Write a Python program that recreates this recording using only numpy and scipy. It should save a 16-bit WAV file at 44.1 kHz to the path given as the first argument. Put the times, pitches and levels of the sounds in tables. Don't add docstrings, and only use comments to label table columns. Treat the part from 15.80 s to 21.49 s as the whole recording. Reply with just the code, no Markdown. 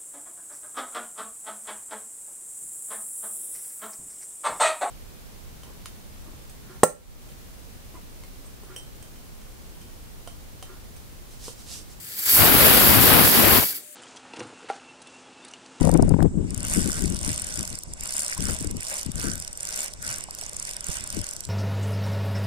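import sys
import numpy as np
from scipy import signal
from scipy.fft import rfft, irfft
from scipy.io import wavfile
from scipy.ndimage import uniform_filter1d

SR = 44100
rng = np.random.default_rng(int(sys.argv[2]) if len(sys.argv) > 2 else 0)


def pcm_store(signal):
    levels = np.round(np.clip(np.atleast_2d(signal), -1, 1) * 32767)
    wavfile.write(sys.argv[1], SR, levels.astype(np.int16).T)


N = 250929

PAN_SPLIT = np.array([[.5], [-.5]])
LEFT_ONLY = np.array([[1], [0]])
STEADY_TEETH_PER_S, LEFT_LAG_S = 50, 0.00024


def reel():
    s = tooth_times()
    level_db, pan_db, colour_db = drop_strengths(s)
    speed_db = 20 * np.log10(1 / (np.diff(s) * STEADY_TEETH_PER_S))
    force_db = uniform_filter1d(in_time((s[1:] + s[:-1]) / 2, speed_db), size=600)
    clicks = pawl_clicks(s, level_db, pan_db, colour_db)
    touches = pawl_touches(s, speed_db, pan_db, colour_db)
    left, right = clicks + touches + pawl_scrape(s, force_db) + gear_whirr(force_db)
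    return np.array([np.pad(left, (round(LEFT_LAG_S * SR), 0))[:N], right])


# time in seconds, speed in ratchet teeth per second.
CRANK_SPEED = [(0.0, 49.43), (0.11, 46.03), (0.183, 20.55), (0.46, 0.0), (0.612, 0.25), (0.828, 45.01),
               (0.971, 95.55), (1.06, 62.59), (1.163, 84.02), (1.28, 44.13), (1.406, 45.55), (1.506, 81.95),
               (1.623, 37.74), (1.752, 63.68), (1.885, 36.57), (1.916, 41.72), (2.076, 8.19), (2.167, 7.44),
               (2.255, 53.05), (2.382, 76.46), (2.547, 53.61), (2.58, 20.13), (2.606, 52.79),
               (2.723, 86.67), (2.781, 34.81), (2.809, 60.91), (2.907, 18.49), (2.968, 16.58),
               (3.064, 61.61), (3.181, 79.01), (3.243, 32.27), (3.31, 11.27), (3.434, 77.99),
               (3.578, 42.04), (3.644, 41.04), (3.722, 12.53), (3.849, 50.25), (3.962, 60.18),
               (4.029, 80.75), (4.122, 6.61), (4.203, 8.77), (4.29, 93.52), (4.343, 58.85), (4.477, 9.58),
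               (4.618, 42.05), (4.728, 24.55), (4.911, 52.4), (4.949, 29.0), (5.015, 22.52), (5.139, 82.41),
               (5.238, 24.0), (5.351, 50.35), (5.427, 36.15), (5.501, 47.48), (5.593, 21.76), (5.69, 22.24)]


def tooth_times():
    turned = np.cumsum(in_time(*np.transpose(CRANK_SPEED))) / SR
    tips = np.arange(int(turned[-1] - .5) + 1) + .5
    return np.searchsorted(turned, tips) / SR - .0005


# time in seconds, then faders in dB for
REEL_LOAD = [(0.0, -48, -42, -26), (0.1, -52.5, -48.5, -16), (0.41, -50.5, -39.5, -23),
             (0.7, -52.5, -45.5, -17), (0.95, -48, -40.5, -22), (1.22, -55.5, -43.5, -26.5),
             (1.55, -50.5, -41.5, -24), (1.7, -52, -40.5, -26), (1.8, -51.5, -43, -19),
             (2.0, -56.5, -40, -37), (2.38, -53, -41, -20), (2.55, -51.5, -40.5, -25),
             (2.82, -52.5, -43.5, -24), (3.2, -51.5, -42, -26.5), (3.47, -54, -44, -26),
             (3.66, -57, -45, -18), (4.0, -50, -40.5, -24), (4.17, -54, -40.5, -23), (4.3, -53, -44.5, -26),
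             (4.45, -53.5, -42.5, -28), (4.8, -55.5, -42.5, -22.5), (4.97, -52, -43, -25.5),
             (5.13, -52.5, -43, -27), (5.25, -51, -41, -24), (5.48, -54, -44.5, -22),
             (5.69, -59.5, -42, -22.5)]
# time in seconds, pan in dB.
REEL_PAN = [(0, 6), (.8, 1), (1.5, -3), (2.0, 1.5), (2.5, -1.5), (2.9, -3), (3.1, -2.5), (3.6, 0.5),
            (4.4, -1.5), (5.69, -4)]
# time in seconds, boost in dB.
LOW_RING = [(0, 2), (.5, -2), (.9, -6.5), (1.3, -0.5), (1.8, -12), (2.4, -6.5), (2.9, -4), (3.15, -0.5),
            (3.4, 1), (3.65, 6), (3.9, -5), (4.3, 2.5), (4.8, -4.5), (5.3, 0), (5.69, 1)]
# time in seconds, then force, lower ring, top ring and pan, all in dB.
PLACED_DROPS = [(0.0093, -24.5, -6, -2, 0), (0.029, -28, 0, 0, 8), (0.051, -21, -3, -6, 2),
                (0.0722, -25, -1, 6, -1), (0.0928, -23, -7, -3, 8), (0.115, -21.5, -6, -9, -4),
                (0.1392, -21.5, -8, -13, 7.5), (0.174, -24, -0.5, 2, 4), (0.2233, -23, -1.5, 2, 5.5),
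                (0.2923, -25.5, -5.5, 3, 6), (0.4272, -28.5, 1.5, 9, 1), (0.7058, -24.5, -5, 0, -4),
                (0.745, -22.5, -5.5, -4, 5), (0.777, -22, -7, 2, 5), (0.8047, -24, -2, 0, 5),
                (0.8299, -21, -9, -4, -2), (0.85, -19.5, -3, 3, -1), (0.8678, -25, 2, 7, 5),
                (0.883, -22, -5, 6, 4), (0.898, -19.5, -7, 2, 3), (0.911, -20, -8, 3, 0),
                (0.9242, -23, -4, 0, 5), (0.9366, -14, -6, -3, -7), (0.9482, -19, -7, 2, 3),
                (0.96, -19, -8, -1, 4), (0.971, -19, -14, -4, -5), (0.983, -21, -7, -2, 2),
                (0.9928, -18, -10, 0, -2), (1.0045, -18, -8, 1, 1), (1.0164, -21, -2, -3, 6),
                (1.029, -21, -6, 0, -4), (1.0429, -26, 3, 1, 3), (1.059, -23, -1, -3, 1),
                (1.075, -21, -2, -4, 5), (1.0902, -22, -7, 0, 6), (1.1047, -21, -5, -1, -1),
                (1.118, -19.5, 2, -2, 4), (1.1298, -22, -1, 1, -6), (1.1802, -26, -6, 0, -2),
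                (1.1928, -24, -1, 2, -1), (1.2066, -23, -2, 0, 1), (1.2212, -20.5, -4, -2, 1),
                (1.239, -20.5, -2, -7, -3), (1.257, -20, -4, -7, 4), (1.2778, -26, 1, 3, -4),
                (1.3002, -21.5, -11, 2, 0), (1.3228, -26.5, 3, 4, -2), (1.3455, -25.5, 0, -2, 3),
                (1.3664, -26.5, 3, 0, 2), (1.3894, -23, -1, -1, 0), (1.4125, -23, -6, 0, 2),
                (1.4302, -21.5, 0, -2, 2), (1.4472, -19, -3, -2, -4), (1.4627, -21, -5, 0, 3),
                (1.4771, -20.5, 0, 3, 4), (1.4913, -20, 1, 0, 0), (1.5038, -21, -3, -1, 0),
                (1.5437, -24, -5, -5, 2), (1.56, -22, -2, -5, -2), (1.5776, -18.5, -3, -10, 2),
                (1.5968, -20, -11, -1, -6), (1.6187, -21.5, -9, -16, 11), (1.6443, -21.5, -11, -4, 0),
                (1.6676, -25, -2, -4, 8), (1.6885, -27, 2.5, -2, -2), (1.7064, -30, 5, 1, 1),
                (1.7239, -33, 12, -2, 0), (1.7408, -25, 4, 1, -2), (1.757, -23, -3, 0, 6),
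                (1.7734, -22, -1, -1, 3), (1.7914, -19, 1, -1, -2), (1.8085, -21.5, 1, -3, 3),
                (1.829, -20.5, -1, 4, -1), (1.852, -25, 2, 2, 4), (1.876, -23.5, -1, 7, -4),
                (1.902, -26, -1, 2, -7), (1.9278, -29, 3, 2, -4), (1.954, -25.5, -3, 1, -8),
                (1.988, -23.5, -8, 6, -6), (2.0344, -28, 2, 13, 0), (2.1359, -22, -7, -10, -3),
                (2.2082, -23, -6, -1, -6), (2.2356, -22.5, -13, 8, -3), (2.2566, -23.5, -3, 2, 2),
                (2.2746, -23, -4, 4, -1), (2.2915, -29.5, 10.5, 2, -4), (2.3074, -22, -3, 1, -4),
                (2.3237, -20.5, -4, 2, -3), (2.339, -22, -4, 8, 1), (2.353, -23, -12, 0, 2),
                (2.3666, -16.5, -10, -5, 5), (2.3806, -17.5, -7, 1, -7), (2.3934, -17, -5, -2, 7),
                (2.4067, -21, -14, -1, 6), (2.42, -20, -8, -4, 2), (2.4326, -19, -7, 1, 1),
                (2.4472, -22, -2, 2, 2), (2.4635, -20, -1, 0, -4), (2.481, -21, -7, 2, 4),
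                (2.497, -22.5, -3, 1, 6), (2.5157, -22, -12, -4, -5), (2.5318, -24, 4.5, 2, -2),
                (2.548, -23.5, -2, 6, 0), (2.5775, -22.5, -4, 8, 1), (2.6056, -24.0, 5.5, 8, -3),
                (2.6239, -21.5, -1, -1, -3), (2.654, -19.5, 1.5, 0, -2), (2.6845, -24, 2, 6, 1),
                (2.6968, -21.5, -1, 0, 1), (2.7086, -20, -3, 4, 2), (2.7468, -23, -8, 5, 4),
                (2.7645, -27, 0, -2, -9), (2.788, -23.5, -5, -3, -1), (2.8076, -23, -7, 1, -4),
                (2.8262, -25, -10, -1, -5), (2.8447, -23.5, -6, 5, -1), (2.8714, -23.5, -6, -5, -9),
                (2.9106, -22, -5, -3, -3), (2.968, -25, -2, 3, -3), (3.0074, -23, -6, 6, -2),
                (3.0305, -23, -6, 2, -3), (3.0503, -26, 0, -3, -3), (3.0837, -25, -3, 4, 6),
                (3.1128, -23, -6, 0, 1), (3.1269, -25, -6, 0, 1), (3.141, -22, -6, 5, 4),
                (3.1807, -22, -8, 4, -2), (3.2119, -24, -6, -2, -7), (3.2303, -25, 3, 8, -1),
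                (3.2615, -26, 0, 5, 3), (3.317, -25.5, -1, 4, 0), (3.3562, -21, -10, -2, -3),
                (3.38, -26, 1, 1, -2), (3.398, -26, 3, 10, -7), (3.4281, -24.5, -9, 3, 0),
                (3.4696, -22.5, -7, 1, -7), (3.516, -22.5, -3, -5, -12), (3.534, -22.5, -1, 2, 1),
                (3.555, -23.5, -3, 7, -3), (3.578, -28.5, 0, 8, -1), (3.6002, -23, -5, 6, -3),
                (3.623, -24.5, 0, -9, -5), (3.6483, -29, 2.5, 5, -7), (3.6771, -23, 1.5, 0, -2),
                (3.7294, -25, -3, 2, 1), (3.774, -24, -5, 4, -3), (3.806, -21.5, -6, -2, -6),
                (3.8305, -19, -12, -7, -5), (3.852, -21.5, -1.5, 2, -4), (3.871, -25, 3, 3, 2),
                (3.8889, -23.5, 2.5, 6, -4), (3.9072, -27, -5, 7, -7), (3.9257, -28.5, 5.5, 0, 10),
                (3.942, -24.5, 4.5, 0, -5), (3.975, -23, -2, 8, -7), (3.9911, -20, -10, 0, 4),
                (4.005, -17, -12, 0, 0), (4.0174, -22, -7, 4, -3), (4.0308, -24, -10, 9, 5),
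                (4.045, -23, -8, 2, -6), (4.06, -26, 0, 8, -2), (4.081, -26.5, 1, 3, -5),
                (4.136, -29, 2.5, 8, 1), (4.226, -26.5, -7, 8, 5), (4.2484, -27, 2, 3, -3),
                (4.2652, -21.5, -3, 0, -1), (4.2778, -21, -3, 3, 1), (4.302, -26, 1, 9, -8),
                (4.313, -24, 2, 1, -4), (4.341, -25, 2, -6, -9), (4.3595, -25.5, 1.5, 3, 2),
                (4.383, -24, -5, 7, -1), (4.4076, -26, -3, -4, -7), (4.4382, -23, -6, -3, -6),
                (4.5088, -25, 0, 7, -1), (4.5492, -27.5, 1, 11, -3), (4.587, -29, 3.5, 9, -2),
                (4.6121, -24.5, 1.5, 7, -1), (4.6363, -31, 3, 1, -5), (4.663, -26, 0, -8, -8),
                (4.694, -26, 0, 0, 0), (4.732, -27, -3.5, 6, -3), (4.766, -20, -7, -4, 0),
                (4.798, -20.5, -2.5, -7, -6), (4.8254, -21, -3, -2, -1), (4.8511, -23.5, -2, 0, -3),
                (4.8719, -27, 0, 1, 4), (4.8915, -25.5, 2, 5, 1), (4.911, -26, 3, 7, -1),
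                (4.934, -29, 4, 6, 3), (4.9662, -21.5, -0.5, -3, -3), (5.0074, -23.5, 0, 3, -1),
                (5.0426, -24, -1, -1, 2), (5.067, -20.5, -15, -4, -6), (5.0856, -22, -6, 3, -2),
                (5.1011, -25, -2, 3, -2), (5.1157, -22.5, -2, 6, -1), (5.1297, -24, -2, 0, -6),
                (5.1689, -23, 0, 0, -6), (5.186, -30, 0, -2, -3), (5.2078, -26.5, 2, 2, -1),
                (5.239, -21, -8, -4, -5), (5.2742, -24.5, -3, 4, 4), (5.3022, -22, 0.5, 4, -1),
                (5.326, -25, -1, 8, -2), (5.347, -29, 1, 12, 1), (5.368, -27, 4, 7, -1),
                (5.3902, -26, 3.5, 6, -1), (5.4146, -24.5, 0, 2, 2), (5.4418, -25.5, 3, 5, -2),
                (5.4666, -23.5, -2, 1, -2), (5.4888, -23.5, 0, -1, -4), (5.5106, -24, -5, 6, 4),
                (5.5344, -27.5, 1, 11, -5), (5.5646, -25.5, 0, 6, 2), (5.606, -25, 1.5, 12, -6),
                (5.6507, -25.5, 1, 3, -2)]


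def drop_strengths(s):
    luck = rng.standard_normal((len(s), 4))
    load_s, _, _, drop_db = np.transpose(REEL_LOAD)
    speed_db = 20 * np.log10(1 / (np.gradient(s) * STEADY_TEETH_PER_S))
    level_db = np.interp(s, load_s, drop_db) + 0.23 * speed_db + luck[:, 0]
    pan_db = np.interp(s, *np.transpose(REEL_PAN)) + 6.5 * luck[:, 1]
    low_db = np.interp(s, *np.transpose(LOW_RING)) + 1.6 * luck[:, 2]
    top_db = 1.6 * luck[:, 3]
    placed = np.transpose(PLACED_DROPS)
    nearest = np.argmin(np.abs(s[:, None] - placed[0]), axis=0)
    s[nearest], level_db[nearest], low_db[nearest], top_db[nearest], pan_db[nearest] = placed
    return level_db, pan_db, np.array([low_db, np.zeros(len(s)), top_db])


def pawl_clicks(s, level_db, pan_db, colour_db):
    clicks = contacts(s + 0.00027, level_db + 15, pan_db, colour_db,
                      rise_ms=0.5, fall_ms=0.84, bounce_ms=1.5, bounce_db=-20)
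    return band(clicks, 3560, 22000)


# time in seconds, force in dB.
FIRM_TOUCHES = [(0.0644, -20), (0.8427, -14), (1.59, -14), (1.8943, -18), (2.1962, -24), (2.2683, -15),
                (2.4, -10), (2.44, -16), (2.9797, -26), (3.0437, -18.5), (3.2195, -24), (3.7856, -25),
                (3.998, -18), (4.2212, -19), (4.4277, -23), (4.5773, -23), (4.6281, -23), (4.6536, -21),
                (4.7451, -17), (4.7875, -21), (4.9037, -18), (4.943, -16), (5.2627, -19), (5.4808, -20),
                (5.5262, -21), (5.6377, -22)]


def pawl_touches(s, speed_db, pan_db, colour_db):
    luck = rng.standard_normal((len(s) - 1, 2))
    touch_s = s[:-1] + np.diff(s) * np.clip(0.53 + 0.1 * luck[:, 0], .2, .9)
    touch_db = -22 + 1.2 * np.minimum(speed_db, 2.5) + 2.5 * luck[:, 1]
    firm_s, firm_db = np.transpose(FIRM_TOUCHES)
    tooth = np.searchsorted(s, firm_s) - 1
    touch_s[tooth], touch_db[tooth] = firm_s, firm_db
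    ticks = contacts(touch_s, touch_db, pan_db[1:], colour_db[:, 1:] / 2,
                     rise_ms=0.59, fall_ms=0.69, bounce_ms=2.05, bounce_db=-25)
    return band(ticks, 3000, 12000)


# first mode, end mode (left out), level in dB, pan in dB.
RING_GROUPS = [(0, 4, -3.5, -1), (4, 9, 0.5, 2.5), (9, 13, -16.5, 2)]


def contacts(s, level_db, pan_db, colour_db, rise_ms, fall_ms, bounce_ms, bounce_db):
    samples, peak_ms = 300, 2.2
    luck = rng.standard_normal((len(s), 3))
    fall_ms = fall_ms * np.exp(0.39 * luck[:, 2:])
    since_hit = np.arange(samples) / SR * 1000 - peak_ms
    since_bounce = since_hit - bounce_ms * np.exp(0.52 * luck[:, :1])
    hit = np.where(since_hit < 0, np.exp(since_hit / rise_ms), np.exp(-since_hit / fall_ms))
    bounce = from_db(bounce_db + 3.2 * luck[:, 1:2]) * np.exp(-np.abs(since_bounce) / fall_ms)
    blow = stereo_noise(hit.shape, shared=.4) * (hit + bounce)
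    rattle = 0
    for (first, end, group_db, group_pan_db), own_db in zip(RING_GROUPS, colour_db):
        modes = RING_MODES[round(first):round(end)]
        ring = bright_ring(blow, modes, lambda: 3 * rng.standard_normal((len(s), 1)))
        ring = ring / np.sqrt(np.sum(ring ** 2, axis=2, keepdims=True))
        rattle = rattle + from_db(group_db + own_db + PAN_SPLIT * group_pan_db)[..., None] * ring
    gains = from_db(level_db + PAN_SPLIT * pan_db)
    at = np.round((s - peak_ms / 1000) * SR).astype(int)[:, None] + np.arange(samples)
    out = np.zeros((2, N + samples))
    for side in (0, 1):
        np.add.at(out[side], at, gains[side][:, None] * rattle[side])
    return out[:, :N]


# pitch in Hz, width in Hz, level in dB, pan in dB.
RING_MODES = [(3190, 1350, -14.5, -3), (4544, 303, -4, -4.5), (5170, 680, -2.5, -1.5),
              (5940, 715, -0.5, -3.5), (7160, 810, -3, -6.5), (7960, 750, -2.5, -12.5),
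              (8530, 620, -0.5, -4.5), (9160, 770, 0, 1), (10050, 890, -10, -1), (11400, 1500, -20.5, 5.5),
              (12650, 700, -21.5, 18), (13300, 1800, -20.5, 4), (14700, 1100, -25, 12)]


def bright_ring(force, modes, luck_db):
    out = 0
    for k, (hz, width, level_db, pan_db) in enumerate(modes):
        sides = from_db(PAN_SPLIT * pan_db).reshape((2,) + (1,) * (force.ndim - 1))
        out = out + (-1) ** k * sides * resonate(force * from_db(luck_db()), [(hz, width, level_db)])
    return out


def pawl_scrape(s, force_db):
    load_s, _, drag_db, _ = np.transpose(REEL_LOAD)
    climbed = in_time(s, np.arange(len(s))) % 1
    grain = from_db(3.5 * grains(per_s=2500, cap=5) + 2.5 * drift(200) + 7 * climbed)
    scrape = bright_ring(grain * stereo_noise((N,), shared=.35), RING_MODES, lambda: 2.2 * drift(40))
    scrape = band(scrape, 1500, 9800) - from_db(-3 + 1.6 * force_db) * band(scrape, 9800, 16800)
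    pan = from_db(PAN_SPLIT * in_time(*np.transpose(REEL_PAN)))
    scrape = from_db(1.5 + 0.86 * force_db + in_time(load_s, drag_db)) * pan * unit_rms(scrape)
    low_boost = from_db(in_time(*np.transpose(LOW_RING))) - 1
    return scrape + low_boost * band(scrape, 5640, 6100)


# pitch in Hz, width in Hz, level in dB.
HOUSING_MODES = [(186, 42, -4.5), (595.4, 79, 1), (1090, 320, -4), (1490, 157, 2), (2100, 580, -1.5),
                 (2946, 290, -3.5), (3543, 310, -8)]
# time in seconds, boost in dB.
HOLLOW_BOOST = [(0.7, 0), (1.0, 1.5), (1.15, 3), (1.4, -3.5), (1.8, 2), (2.1, -0.5), (2.37, 0.5), (2.5, -1),
                (2.67, 2), (2.9, -3.5), (3.15, -4.5), (3.35, 0), (3.47, 9.5), (3.6, 1.5), (4.0, 0),
                (4.3, 3), (4.6, 0.5), (5.1, -1.5), (5.69, 3.5)]


def gear_whirr(force_db):
    load_s, gear_db, _, _ = np.transpose(REEL_LOAD)
    mesh = unit_rms(from_db(5.5 * grains(per_s=900, cap=3.5)) * stereo_noise((N,), shared=0.67))
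    mesh *= from_db(20 + 0.87 * force_db + in_time(load_s, gear_db) + 1.3 * drift(30))
    hollow_db = in_time(*np.transpose(HOLLOW_BOOST))
    knocks, out = handle_knocks(), 0
    for k, mode in enumerate(HOUSING_MODES):
        swell_db = 2.2 * drift(18) + (hollow_db if k == 3 else 0)
        out = out + (-1) ** k * resonate(mesh * from_db(swell_db) + knocks, [mode])
    return out


# start in seconds, force in dB, strongest pitch in Hz.
HANDLE_KNOCKS = [(0.958, -20, 2000), (1.096, -18.5, 1490), (1.247, -22, 2100), (2.525, -13.5, 1980),
                 (2.7, -19, 2100), (3.024, -23, 2100), (3.408, -18, 2900)]


def handle_knocks():
    out = np.zeros(N)
    for at, level_db, hz in HANDLE_KNOCKS:
        cycles = np.arange(int(3 * SR / hz)) * hz / SR
        add_at(out, at, from_db(level_db) * np.sin(np.pi * cycles / 3) * np.sin(2 * np.pi * cycles))
    return out


# pitch in Hz, width in Hz, level in dB.
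PORT_MODES = [(164, 25, 3.5), (270, 194, -7)]


def wind():
    out = np.zeros((2, N))
    for side in (0, 1):
        deep, body, edge, tip = rng.standard_normal((4, N + SR))
        deep = evened(band(deep, 11.5, 100.5)[SR:], window_s=0.055)
        body = evened(resonate(band(body, 106, 370), PORT_MODES)[SR:], window_s=0.024)
        edge = evened(band(band(edge, 182, 544), 301, 1200)[SR:], window_s=0.0068)
        tip = unit_rms(band(tip, 360, 1550)[SR:])
        gust_db = gusts(side)
        lift_db = gust_db + 6
        lumps_db = 2.77 * drift(22.7)
        gains = from_db([gust_db - 7.5 - 0.19 * lift_db + 3.36 * drift(40) + 0.65 * lumps_db,
                         gust_db - 5 + 0.15 * lift_db + lumps_db,
                         gust_db - 16 + 2.5 * lift_db + 1.5 * lumps_db,
                         gust_db - 24 + 4.2 * lift_db + 2.63 * lumps_db])
        if side == 0:
            gains += buffets()
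        out[side] = np.sum(gains * [deep, body, edge, tip], axis=0)
    return out


# start in seconds, port (0 left, 1 right), hold in seconds, strength in dB.
GUSTS = [(0, 0, 0.46, -15), (0.08, 1, 0.45, -36.5), (.125, 1, 0.024, -35), (0.22, 1, 0.039, -21),
         (0.444, 1, 0.033, -34), (0.56, 0, 0.096, -16.5), (.52, 1, 0.18, -31), (0.697, 0, 0.23, -27),
         (0.767, 1, 0.63, -44), (0.976, 0, 0.12, -22), (1.13, 1, 0.036, -42), (1.179, 0, 0.16, -21.5),
         (1.369, 0, 0.16, -30.5), (1.484, 1, 0.056, -39), (1.58, 0, 0.19, -38), (1.788, 0, 0.033, -24.5),
         (1.911, 0, 0.031, -30.5), (2.07, 1, 0.067, -44), (2.081, 0, 0.064, -38), (2.202, 0, 0.07, -39),
         (2.205, 1, 0.2, -63), (2.595, 0, 0.031, -22.5), (2.646, 0, 0.083, -23.5), (2.673, 1, 0.069, -53),
         (2.803, 1, 0.19, -37.5), (2.805, 0, 0.016, -36), (2.861, 0, .1, -26), (3.265, 0, 0.024, -29.5),
         (3.357, 0, 0.048, -28.5), (3.46, 0, 0.067, -26.5), (3.547, 0, 0.03, -37.5), (3.617, 1, 0.049, -54),
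         (3.78, 0, 0.17, -74), (4.14, 0, 0.19, -44.5), (4.157, 1, 0.26, -46.5), (4.68, 1, 0.26, -52.5),
         (4.436, 1, 0.087, -50), (5.088, 1, 0.017, -35.5), (5.197, 1, 0.043, -37.5), (5.286, 1, 0.06, -53),
         (5.355, 0, 0.043, -27.5), (5.577, 0, 0.019, -43), (5.672, 0, .03, -36)]


def gusts(side):
    rise_db_per_s, fall_db_per_s, calm_db = 698, 392, (-65, -58)
    time = np.arange(0, N + 64, 64) / SR
    strength = from_db(calm_db[side])
    for at, port, hold_s, level_db in GUSTS:
        if round(port) == side:
            before_s, after_s = np.maximum(at - time, 0), np.maximum(time - at - hold_s, 0)
            strength = strength + from_db(level_db - rise_db_per_s * before_s - fall_db_per_s * after_s)
    return in_time(time, 20 * np.log10(strength))


# centre in seconds, strength in dB, half-width in ms, sharpness in dB.
EDDIES = [(0.017, -15, 5.3, -9.5), (0.05, -21.5, 13, -2.5), (0.076, -15, 5, -1.5),
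          (0.095, -13.5, 3.7, -1.5), (0.129, -21.5, 6.4, -2.5), (0.153, -9.5, 12.5, -10),
          (0.197, -13, 7.5, -5.5), (0.229, -11, 5.1, -4.5), (0.252, -25, 4.5, -15), (0.283, -21, 3.5, -3.5),
          (0.31, -16.5, 3.6, -5), (0.321, -7.5, 3.6, -18), (0.344, -8, 3.6, -13), (0.367, -18.5, 3.4, -10),
          (0.393, -19, 6.8, -5.5), (0.405, -23.5, 4.5, -0.5), (0.425, -15.5, 3.7, -1.5),
          (0.452, -10.5, 11.5, -23), (0.978, -17.5, 20.4, -32), (1.063, -13.5, 4.9, -29),
          (1.085, -20, 2.7, -18), (1.245, -16.5, 2.9, -36), (1.308, -27, 2.8, -24), (1.487, -30, 15, -31),
          (1.939, -35, 7.2, -24), (2.694, -38, 13.6, 2.5), (3.447, -30.5, 13, -9.5)]


def buffets():
    time, gains = np.arange(N) / SR, np.zeros((4, N))
    for at, level_db, width_ms, edge_db in EDDIES:
        near = slice(max(int((at - .06) * SR), 0), int((at + .06) * SR))
        bump = np.exp(-((time[near] - at) * 1000 / (0.95 * width_ms)) ** 2)
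        band_db = np.array([-10.5, 1, edge_db + 3.5, 5.9 * edge_db - 12.5])
        gains[:, near] += from_db(level_db + band_db)[:, None] * [bump, bump, bump, bump ** 2]
    return gains


# start in seconds, peak level in dB, starting pitch in Hz, decay in ms.
PORT_THUMPS = [(2.811, -24, 420, 14), (2.844, -23.5, 536, 5.9), (2.902, -30, 480, 8.7),
               (2.946, -24.5, 477, 10), (3.259, -23.5, 333, 14), (3.288, -23, 360, 12),
               (3.441, -22, 478, 25), (3.486, -26, 450, 7.3), (5.367, -19.5, 476, 19)]


def port_thumps():
    end_hz, sag_ms, rise_ms = 95.3, 8.82, 3.1
    out, ms = np.zeros(N), np.arange(SR // 10) / SR * 1000
    for at, peak_db, start_hz, decay_ms in PORT_THUMPS:
        hz = end_hz + (start_hz - end_hz) * np.exp(-ms / sag_ms)
        envelope = (1 - np.exp(-ms / rise_ms)) * np.exp(-ms / decay_ms)
        phase = 2 * np.pi * (np.cumsum(hz) / SR + rng.random())
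        add_at(out, at, from_db(peak_db) * envelope / envelope.max() * np.sin(phase))
    return out * LEFT_ONLY


# centre in seconds, level in dB, half-width in ms.
EDGE_CRACKS = [(.010, -34, 1.2), (0.092, -29, 1.6), (0.144, -34, 1.5), (0.152, -28.5, 4.2),
               (.229, -47, 1.5), (.284, -46, 1.5), (0.34, -28, 1.3), (0.405, -24, 0.66),
               (0.428, -33.5, 1.3), (0.458, -38, 1.2)]


def edge_cracks():
    gain, ms = np.zeros(N), np.arange(-300, 300) / SR * 1000
    for at, level_db, width_ms in EDGE_CRACKS:
        centre = int(at * SR)
        gain[centre - 300:centre + 300] += from_db(level_db) * np.exp(-(ms / width_ms) ** 2)
    turbulence = unit_rms(band(rng.standard_normal(N), 650, 1900))
    return band(gain * turbulence, 350, 2600) * LEFT_ONLY


# start in seconds, first and last pitch in Hz,
# length in ms, level in dB.
BUBBLES = [(2.566, 920, 1090, 22, -37), (4.485, 554, 1080, 5.2, -33), (4.583, 604, 876, 6, -41.5),
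           (4.622, 530, 830, 8.9, -39), (4.660, 755, 1080, 10, -45.5), (4.726, 437, 615, 7.5, -43.5),
           (4.808, 960, 1090, 10.6, -49)]


def bubble_plops():
    out = np.zeros(N)
    for at, start_hz, end_hz, length_ms, level_db in BUBBLES:
        progress = np.linspace(0, 1, int(length_ms * SR / 1000))
        phase = 2 * np.pi * np.cumsum(start_hz + (end_hz - start_hz) * progress) / SR
        add_at(out, at, from_db(level_db) * np.sin(np.pi * progress) * np.sin(phase))
    return out * (1 + .5 * drift(200))


# time in seconds, pitch in Hz, level in dB.
WHINE = [(0, 993, -48), (.02, 974, -43), (.045, 943, -42), (.06, 943, -47), (.085, 935, -43),
         (.105, 930, -44), (.13, 925, -65)]


def whine():
    s, hz, level_db = np.transpose(WHINE)
    phase = 2 * np.pi * np.cumsum(in_time(s, hz)) / SR
    gain = from_db(in_time(s, level_db) + 4 * drift(60)) * (np.arange(N) < s[-1] * SR)
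    return gain * (np.sin(phase) + from_db(-10) * np.sin(2 * phase))


# frequency in Hz, relative level in dB.
AIR_SPECTRUM = [(30, 14.5), (150, -1.5), (500, -2.5), (1000, -7), (2250, -31), (4440, -32), (6000, -18.5),
                (7950, -2.5), (10000, -28), (11900, -36), (16000, -66)]


def open_air():
    hz = np.maximum(np.arange(N // 2 + 1) * SR / N, 10)
    point_hz, point_db = np.transpose(AIR_SPECTRUM)
    colour = from_db(np.interp(np.log(hz), np.log(point_hz), point_db))
    gain = from_db(-48.5 + 1.3 * drift(2.7))
    return gain * unit_rms(irfft(rfft(stereo_noise((N,), shared=0.079)) * colour, N))


def from_db(db):
    return 10 ** (np.asarray(db) / 20)


def unit_rms(x):
    return x / np.sqrt(np.mean(x ** 2) + 1e-20)


def in_time(s, values):
    return np.interp(np.arange(N) / SR, s, values)


def add_at(track, start_s, sound):
    start = int(start_s * SR)
    track[start:start + len(sound)] += sound


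def band(x, low_hz, high_hz):
    return signal.sosfilt(signal.butter(2, [low_hz, high_hz], "band", fs=SR, output="sos"), x)


def resonate(x, modes):
    out = 0
    for k, (hz, width, level_db) in enumerate(modes):
        r = np.exp(-np.pi * width / SR)
        b, a = [(1 - r * r) / 2, 0, (r * r - 1) / 2], [1, -2 * r * np.cos(2 * np.pi * hz / SR), r * r]
        out = out + (-1) ** k * from_db(level_db) * signal.lfilter(b, a, x + 1e-18)
    return out


def drift(rate_hz):
    r = np.exp(-2 * np.pi * rate_hz / SR)
    return unit_rms(signal.lfilter([1], [1, -2 * r, r * r], rng.standard_normal(N + SR))[SR:])


def grains(per_s, cap):
    return np.minimum(rng.exponential(1, N), cap) * (rng.random(N) < per_s / SR)


def stereo_noise(shape, shared):
    common, left, right = rng.standard_normal((3,) + shape)
    return np.sqrt(shared) * common + np.sqrt(1 - shared) * np.array([left, right])


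def evened(x, window_s):
    power = uniform_filter1d(x ** 2, size=int(window_s * SR))
    return x / np.sqrt(power + 0.063 * np.mean(power))


def scene():
    return reel() + bubble_plops() + whine() + wind() + port_thumps() + edge_cracks() + open_air()


def record(dry):
    low_pass = signal.cheby2(12, 70, 16900, fs=SR, output="sos")
    return signal.sosfilt(low_pass, 1.318 * np.tanh(dry / 1.235))


dry = scene()
out = record(dry)
pcm_store(out)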